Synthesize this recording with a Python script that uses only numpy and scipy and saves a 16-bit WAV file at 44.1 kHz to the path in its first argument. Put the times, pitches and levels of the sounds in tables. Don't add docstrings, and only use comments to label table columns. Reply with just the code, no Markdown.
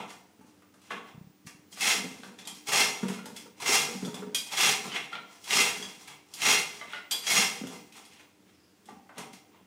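import sys
import numpy as np
from scipy import signal
from scipy.io import wavfile
from scipy.ndimage import uniform_filter1d

SR = 44100
rng = np.random.default_rng(int(sys.argv[2]) if len(sys.argv) > 2 else 0)


def to_wav(s):
    ch = np.atleast_2d(s).T
    pcm = np.round(np.clip(ch, -1, 1) * 32767)
    wavfile.write(sys.argv[1], SR, pcm.astype(np.int16))


N = 426006
STEPS = np.arange(0, N / SR + .001, .001)

# pitch_hz, relative_db (per Hz)
RATTLE_SPECTRUM = [(150, 6), (400, -41), (800, -4), (1700, -6), (2300, -1.5), (3300, -2), (3900, -4),
                   (5700, -5), (7600, -5), (9000, -7), (13000, -16), (15800, -19.5)]
# pitch_hz, width_hz, relative_db
HOUSING_MODES = [(423, 22, -8), (485, 22, -8), (691, 25, -8), (790, 30, -3), (1212, 20, -5), (1353, 25, -8),
                 (2065, 25, -3), (2097, 22, -1), (2150, 25, -3), (2255, 25, -5), (2453, 22, -3),
                 (2562, 25, -6), (2691, 22, -2), (2768, 25, -5), (3146, 25, -6), (3207, 20, -5),
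                 (3342, 20, -3), (3457, 25, -6), (4212, 28, -5), (5126, 35, -5), (5502, 35, -6),
                 (5696, 45, -4), (5804, 45, -5), (6637, 50, -5)]
# pitch_hz, width_hz, relative_db
COVER_MODES = [(2087, 5.9, -6), (3342, 13, -7), (5080, 9, -12), (5760, 7.5, -4.5)]
# pitch_hz, width_hz, relative_db
LINK_MODES = [(2500, 35, -7), (3214, 12, 0), (3350, 18, -5), (3386, 18, -3), (4032, 40, -10),
              (4761, 30, -4), (5090, 30, -7), (8840, 22, -4), (11800, 40, -9)]


def chain():
    level_db, low_db, top_db = motion()
    unevenness = evened(uniform_filter1d(rng.standard_normal(N), 900))
    level_db = level_db + 1.03 * unevenness

    knocks = clicks(per_s=2500, spread_db=-1.0) + 0.62 * clinks()
    bare = evened(coloured(knocks, RATTLE_SPECTRUM)) * gain_of(level_db - 4.5)

    force_db = 1.101 * level_db - 12
    housing = 0
    for first in range(3):
        train = clicks(per_s=700, spread_db=6.0) * gain_of(force_db)
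        housing = housing + ring(train, HOUSING_MODES[first::3])
    cover = ring(clicks(per_s=300, spread_db=7.0) * gain_of(force_db - 4), COVER_MODES)

    touches = clicks(per_s=60, spread_db=5.0) * gain_of(1.064 * level_db - 24.5)
    ticks = ring(touches, LINK_MODES)

    low, middle, top = ranges(bare + housing + cover + ticks, 1260, 4060)
    return gain_of(low_db) * low + middle + gain_of(top_db) * top


def clinks(count=10):
    pitches = np.exp(rng.uniform(np.log(600), np.log(15000), (count, 20)))
    total = 0
    for link_hz in pitches:
        partials = [(hz, 60 + 0.0073 * hz, 0) for hz in link_hz]
        total = total + ring(clicks(per_s=90, spread_db=-0.5), partials)
    return evened(total)


# grip_s, speed_up_s, ease_s, rattle_db, swing_db, low_end_db, top_end_db,
# frame_shudder_db (all levels relative)
PULLS_ON_CHAIN = [(1.805, 0.07, 0.083, -21, -41.5, -5.5, 1.5, -46),
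                  (2.718, 0.089, 0.044, -20, -38.5, -1.5, 2.5, -35),
                  (3.656, 0.091, 0.069, -21.5, -39.5, -1.5, 4, -54),
                  (4.569, 0.11, 0.051, -19, -38.5, -5, 1, -39),
                  (5.5, 0.074, 0.094, -19.5, -37.5, -3, 2, -35.5),
                  (6.415, 0.076, 0.091, -19, -38.5, -4.5, 1.5, -33.5),
                  (7.264, 0.11, 0.078, -21, -40.5, -4.5, 2.5, -32)]
# peak_s, rise_s, rattle_db, low_end_db, top_end_db (relative)
SLACK_SHAKES = [(0.0, .01, -38, 12, -9), (0.101, 0.033, -47, -17, 3), (0.47, .01, -65, 12, 8),
                (0.88, .08, -56.5, 2, 2), (0.909, 0.0099, -34, 0, -10.5), (1.078, .04, -49.5, 4, -7.5),
                (1.468, 0.0067, -51, -8, 8), (1.729, 0.017, -53, 2, 13), (2.25, 0.027, -58, 6, 13),
                (2.39, .01, -48, 1, 3), (2.48, 0.047, -53, 15.5, -29), (2.55, .01, -49, -8, 8),
                (2.687, 0.014, -28.5, 2.5, 3.5), (3.13, 0.092, -41.5, -1, -1), (3.37, 0.02, -44.5, -3.5, 2),
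                (3.622, 0.026, -35.5, 3, 1), (4.06, 0.022, -49, 5, 8), (4.17, 0.077, -47, 10, -1),
                (4.35, 0.0028, -53, 9.5, -8), (4.47, .01, -51, 12, 16), (4.53, 0.026, -30.5, 0, -0.5),
                (4.85, 0.022, -40, 19, 1), (4.961, 0.046, -27.5, -5.5, -8.5), (5.13, 0.018, -41, 5, -7.5),
                (5.33, 0.09, -51, 4.5, 1), (5.45, 0.073, -53, -1, 8), (6.012, .005, -54, 16, 12),
                (6.082, .015, -41.5, 1, -3), (6.35, 0.06, -51.5, 5.5, 4.5), (6.938, 0.081, -39, -5.5, -9),
                (7.12, 0.011, -40.5, 8.5, 1), (7.725, 0.041, -47.5, 16, 6.5), (7.755, 0.012, -59, 5, 13),
                (7.97, 0.039, -45, 3, 0.5), (8.06, .03, -64, -3, 11), (8.13, .03, -51.5, -11, 0),
                (8.209, 0.19, -53, 1, -5), (8.49, .02, -57.5, -4, -8), (8.89, 0.021, -54, 6, 1),
                (9.183, 0.017, -39, 8.5, -5), (9.333, .008, -53, -5, 7), (9.55, .03, -58, 11, -14)]
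SHAKE_RISE_DB, SETTLE_DB_PER_S, AT_REST_DB = 13.5, 173, -78


def motion():
    shapes = [pull(*row[:5]) for row in PULLS_ON_CHAIN]
    shapes += [swell(*row[:3], SHAKE_RISE_DB, SETTLE_DB_PER_S) for row in SLACK_SHAKES]
    ends_db = [row[5:7] for row in PULLS_ON_CHAIN] + [row[3:] for row in SLACK_SHAKES]
    power = gain_of(shapes) ** 2
    total = power.sum(axis=0) + gain_of(AT_REST_DB) ** 2
    colours = np.transpose(ends_db) @ power / total
    return curve(np.transpose([STEPS, 10 * np.log10(total), *colours]))


TAKE_UP_S, TAKE_UP_DB, CATCH_DB, GRIP_DB, EASE_DB = .045, -28, -14.5, -7, -7.5
LET_GO_S, SWING_DB_PER_S = 0.06, 62.5


def pull(s, up_s, ease_s, db, swing_db):
    spans = [-2 * TAKE_UP_S, TAKE_UP_S, TAKE_UP_S, .006, up_s, ease_s, LET_GO_S, 2]
    levels = [-120, db + TAKE_UP_DB, db + CATCH_DB, db + GRIP_DB, db, db + EASE_DB,
              swing_db, swing_db - 2 * SWING_DB_PER_S]
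    return np.interp(STEPS, s + np.cumsum(spans), levels)


def swell(s, rise_s, db, rise_db, fall_db_per_s):
    climb = rise_db * (s - STEPS) / max(rise_s, .002)
    return db - np.where(STEPS < s, climb, fall_db_per_s * (STEPS - s))


# start_s, level_db, low_end_db, top_end_db, spot_pitch_hz, spot_db
CHAIN_BLOWS = [(0.1034, -43, 3.5, -10.5, 700, -33), (0.41, -65, 7, -1, 883, 4),
               (0.6195, -58, 4.5, -13, 1020, -6), (0.739, -59.5, 6, -3, 1220, -4),
               (0.816, -52.5, -13, -9, 3370, -14), (0.9058, -35.5, 9, -32, 1120, -0.5),
               (1.4698, -32, -14.5, -21.5, 2720, -21), (1.7253, -44, -19, -12, 3200, -5),
               (1.7722, -42, -1, -12, 764, -7), (1.8075, -22.5, -16, -12.5, 2640, -6.5),
               (2.2329, -33, -6, -26, 755, -17), (2.387, -38.5, -24, -16, 3460, -7),
               (2.4515, -43, -30.5, -10, 3720, 0), (2.4723, -36, -36, -1.5, 3220, 1),
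               (2.67, -38, -38, -2.5, 2200, -5), (2.7191, -19, -4, -15, 780, -19),
               (3.082, -28, -9, -11.5, 975, -14), (3.19, -44.5, -2, -25, 1406, 2),
               (3.256, -43, 3.5, -0.5, 890, -5), (3.363, -39, -28, -4, 3385, -3.5),
               (3.601, -31, -33, -13.5, 983, -11), (3.6596, -28.5, 0, -20, 2080, 2),
               (4.0485, -35.5, -26, -11.5, 3420, -2), (4.142, -34.5, -7.5, -8.5, 3440, -5.5),
               (4.346, -28.5, -40.5, 2.5, 3241, 3), (4.5208, -27.5, -13, -13.5, 3400, -8),
               (4.5715, -29.5, -41, -11.5, 3340, 3.5), (4.606, -20, -12, -7, 2450, -4.5),
               (4.9175, -31.5, -8, -28, 3040, -4.5), (5.1285, -26.5, -14.5, -44, 1380, -5),
               (5.153, -26.5, -12, -35, 1393, -18), (5.44, -43.5, -36, -1.5, 3280, -7.5),
               (5.476, -34, -15.5, -11, 1000, -9.5), (5.5069, -12.5, -24, -28, 2070, -20),
               (5.8248, -37, -2, -9, 3330, 3.5), (6.075, -44, -4, -4.5, 2245, -3.5),
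               (6.3371, -43.5, -23, 5, 3210, -7), (6.4165, -28, -34.5, -22, 2660, -1.5),
               (6.8114, -40.5, 5, -23.5, 2057, 1), (6.9337, -28, -6, -33, 1439, -1.5),
               (6.958, -37.5, -14, -25, 2045, -2), (7.1098, -28.5, -34, -1, 3360, -5),
               (7.118, -28.5, -52.5, -4, 3236, -4), (7.2675, -25.5, -18, -26, 3290, -0.5),
               (7.3022, -17, -35, -12, 2200, -9), (7.669, -35.5, -8, -10.5, 3370, -11),
               (7.7509, -42, -7, -24, 2065, -6), (7.922, -42.5, -28, -13, 2520, -12),
               (7.9637, -54, -13, 0.5, 2160, -15), (8.05, -53, -19, 0, 3300, -5),
               (8.195, -46.5, -4.5, -17, 2500, -9), (8.8556, -56.5, -16.5, -2, 3460, -2.5),
               (8.8861, -50.5, 3, -25, 790, 7.5), (9.0916, -53.5, 12, -21, 1090, -14),
               (9.18, -40, 2, -1, 753, -10), (9.333, -39.5, -14, -26, 740, -22)]


def clanks():
    _, level_db, low_db, top_db, _, _ = np.transpose(CHAIN_BLOWS)
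    low = band(blows(CHAIN_BLOWS, level_db + low_db + 7.5, 0.0096), 600, 1700)
    middle = band(band(blows(CHAIN_BLOWS, level_db + 4.5, 0.0031), 1900, 3900), 690, 5000)
    top = band(blows(CHAIN_BLOWS, level_db + top_db + 6.0, 0.011), 2900, 10300)
    housing = gain_of(-28) * ring(low + middle, HOUSING_MODES)
    dullness_db = low_db / 3 - top_db
    link = ring(blows(CHAIN_BLOWS, level_db - dullness_db - 15.5, 0.0071), LINK_MODES)
    return low + middle + top + housing + link


def notes():
    out, t = np.zeros(N + SR), np.arange(5000) / SR
    spreads = rng.standard_normal((len(CHAIN_BLOWS), 3, 1))
    scatters = rng.random((len(CHAIN_BLOWS), 4, 1))
    for (s, level_db, _, _, hz, spot_db), spread, scatter in zip(CHAIN_BLOWS, spreads, scatters):
        phase = 2 * np.pi * hz * t
        close = np.sin(phase * (1 + 0.03 * spread)).sum(axis=0)
        overtones = np.sin(phase * (1.15 + 1.4 * scatter)).sum(axis=0)
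        cluster = np.sin(phase) + 0.32 * close + 0.32 * np.sin(1.49 * phase) + 0.28 * overtones
        decay = gain_of(level_db + spot_db - 60 * t / 0.086)
        out[round(s * SR):][:len(t)] += decay * cluster * (1 - np.exp(-t / 0.0017))
    return out[:N]


# start_s, level_db, upper_modes_db (relative to the level)
FRAME_THUDS = [(0.917, -45, -15), (3.029, -24, -2), (3.098, -27, -1), (3.455, -54.5, 13),
               (3.686, -42.5, 20.5), (3.885, -46, 12), (4.029, -39, 2), (4.079, -26.5, -7.5),
               (4.22, -45, 11.5), (7.611, -30, -26), (8.889, -57, 9), (9.191, -66, -6)]
# pitch_hz, width_hz, relative_db
TIMBER_MODES = [(133, 60, 5.5), (193, 8.3, 6), (214, 49, 11), (258, 68, -6), (349, 28, -12.5),
                (418, 24, -4), (478.3, 8.3, -8), (927, 26, -11.5), (1306, 300, -9.5)]


def frame():
    slips = ring(clicks(per_s=120, spread_db=-0.5), TIMBER_MODES)
    shudder = evened(slips) * gain_of(strain() - 0.5)
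    _, level_db, upper_db = np.transpose(FRAME_THUDS)
    low = ring(blows(FRAME_THUDS, level_db - 3, 0.003), TIMBER_MODES[:4])
    high = ring(blows(FRAME_THUDS, level_db + upper_db - 2, 0.017), TIMBER_MODES[4:])
    return shudder + low + high


# peak_s, rise_s, level_db (relative)
LOAD_GROANS = [(0.0, .01, -38.5), (0.4, 0.022, -48.5), (0.94, 0.034, -41.5), (1.18, .08, -56),
               (1.48, 0.045, -56), (2.04, 0.19, -32.5), (2.26, 0.062, -41), (2.53, 0.25, -47),
               (3.04, 0.022, -29.5), (3.25, 0.12, -34), (3.45, 0.082, -50), (4.09, 0.28, -29.5),
               (4.28, 0.11, -36.5), (4.87, 0.091, -38), (5.2, 0.18, -52), (5.81, 0.076, -40),
               (6.88, 0.32, -49), (7.64, 0.021, -33), (8.0, 0.16, -60), (8.91, .05, -45.5), (9.2, .03, -39),
               (9.63, 0.22, -55)]
GROAN_RISE_DB, GROAN_DB_PER_S, SHUDDER_RISE_S, FRAME_REST_DB = 15, 128, 0.059, -63


def strain():
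    shudders = [(s + up_s, SHUDDER_RISE_S, db) for s, up_s, *_, db in PULLS_ON_CHAIN]
    power = gain_of(FRAME_REST_DB) ** 2
    for row in [*LOAD_GROANS, *shudders]:
        power = power + gain_of(swell(*row, GROAN_RISE_DB, GROAN_DB_PER_S)) ** 2
    return curve(np.transpose([STEPS, 10 * np.log10(power)]))[0]


# start_s, level_db (relative)
MICROPHONE_BUMPS = [(1.145, -47), (1.153, -47), (1.177, -41), (1.211, -41), (1.243, -49), (1.269, -46.5),
                    (1.298, -52), (1.449, -50), (1.466, -43), (1.547, -52), (1.591, -53)]


def bumps():
    out, t = np.zeros(N), np.arange(1200) / SR
    shape = np.sin(2 * np.pi * 170 * t) * t / 0.0023 * np.exp(1 - t / 0.0032)
    for s, db in MICROPHONE_BUMPS:
        out[round(s * SR):][:len(t)] += gain_of(db) * shape
    return out


# time_s, pitch_hz, level_db
SQUEAK_PATH = [(8.47, 5430, -97), (8.55, 5250, -70.5), (8.7, 4860, -70), (8.82, 4570, -95)]


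def squeak():
    hz, db = curve(SQUEAK_PATH)
    fuzz = evened(uniform_filter1d(rng.standard_normal(N), 60))
    return gain_of(db) * fuzz * np.sin(2 * np.pi * np.cumsum(hz) / SR)


# pitch_hz, relative_db (per Hz)
AIR_SPECTRUM = [(15, -84), (25, -86), (86, 2.5), (255, -15.5), (291, 3.5), (637, -10), (2810, -14),
                (3300, -15.5), (3990, -18), (4950, -16.5), (6850, -18), (15800, -26.5)]
AIR_DB = -65
# pitch_hz, level_db (before the course below)
HUM_TONES = [(100, -93.5), (298, -65.5), (15050, -75)]
# time_s, added_db
HUM_COURSE = [(0, -1.5), (7.9, -0.5), (8.3, -5), (9.66, -7)]


def air():
    drift = evened(uniform_filter1d(rng.standard_normal(N), 6000))
    out = evened(coloured(rng.standard_normal(N), AIR_SPECTRUM)) * gain_of(AIR_DB + 0.81 * drift)
    t = np.arange(N) / SR
    course_db = curve(HUM_COURSE)[0]
    for hz, db in HUM_TONES:
        wander = evened(uniform_filter1d(rng.standard_normal(N), 5000))
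        tone = np.sin(2 * np.pi * hz * t + 0.87 * wander)
        out = out + gain_of(db + course_db + 4.4 * wander) * tone
    return out


# pitch_hz, fall_by_60_db_s
SHED_DECAY = [(150, 0.81), (500, 0.74), (1400, 0.47), (3700, 0.4), (9700, 0.35)]


def shed(x):
    taps = np.zeros(SR)
    at = np.arange(200, SR - 20, 20)
    taps[at + rng.integers(0, 20, len(at))] = rng.choice([-1., 1.], len(at))
    hz, t, z = signal.stft(taps, SR, nperseg=256)
    f, t60 = np.transpose(SHED_DECAY)
    fade = gain_of(-60 * t / np.interp(hz, f, t60)[:, None])
    tail = signal.istft(z * fade, SR, nperseg=256)[1]
    return signal.oaconvolve(x, tail / np.linalg.norm(tail))[:N]


def clicks(per_s, spread_db):
    size = gain_of(spread_db * np.minimum(rng.exponential(1, N), 3)) * rng.choice([-1., 1.], N)
    return evened(size * (rng.random(N) < per_s / SR))


def blows(rows, column_db, length_s):
    out, t = np.zeros(N + SR), np.arange(2000) / SR
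    envelope = np.exp(-t / length_s) * (1 - np.exp(-t / 0.00093))
    bursts = rng.standard_normal((len(rows), len(t))) * envelope
    for row, db, burst in zip(rows, column_db, bursts):
        out[round(row[0] * SR):][:len(t)] += gain_of(db) * burst
    return out[:N]


def ring(x, modes):
    t = np.arange(0, min(1 / 3, 2.5 / min(m[1] for m in modes)), 1 / SR)
    body = 0
    for hz, width, db in modes:
        tone = np.exp(-np.pi * width * t) * np.sin(2 * np.pi * hz * t)
        body = body + gain_of(db) * tone * np.sqrt(width)
    return signal.oaconvolve(x, body)[:len(x)] * np.sqrt(4 * np.pi / SR)


def coloured(x, points):
    f, db = np.transpose(points)
    hz = abs(np.fft.fftfreq(8192, 1 / SR))
    level_db = np.interp(np.log(hz + 1), np.log(f + 1), db)
    log_gain = np.log(gain_of(np.maximum(level_db, -100)))
    taps = np.fft.ifft(np.exp(np.conj(signal.hilbert(log_gain)))).real[:4096]
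    return signal.oaconvolve(x, taps)[:len(x)]


def band(x, lo_hz, hi_hz):
    return signal.sosfilt(signal.butter(2, [lo_hz, hi_hz], "band", fs=SR, output="sos"), x)


def ranges(x, low_hz, top_hz):
    low = signal.oaconvolve(x, signal.firwin(127, low_hz, fs=SR), "same")
    below = signal.oaconvolve(x, signal.firwin(127, top_hz, fs=SR), "same")
    return low, below - low, x - below


def curve(rows):
    s, *columns = np.transpose(rows)
    return [np.interp(np.arange(N) / SR, s, c) for c in columns]


def evened(x):
    return x / np.sqrt(np.mean(x ** 2) + 1e-20)


def gain_of(db):
    return 10 ** (np.asarray(db) / 20)


def scene():
    rattle, hits, spots, wood = chain(), clanks(), notes(), frame()
    metal_send = gain_of(-6) * rattle + gain_of(0.5) * hits + gain_of(-0.5) * spots
    echo = shed(metal_send + gain_of(-10.5) * wood)
    hoist = band(band(rattle + hits + spots + wood + echo, 234, 16000), 150, 21000)
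    mix = hoist + air() + squeak() + bumps()
    return np.array([mix, mix])


EDGE_HZ = 15850


def record(dry):
    thin = signal.sosfilt(signal.butter(2, 45, "high", fs=SR, output="sos"), dry)
    limit = signal.firwin(1023, EDGE_HZ, window=("kaiser", 11), fs=SR)
    return signal.oaconvolve(thin, limit[None], "same")


dry = scene()
out = record(dry)
to_wav(out)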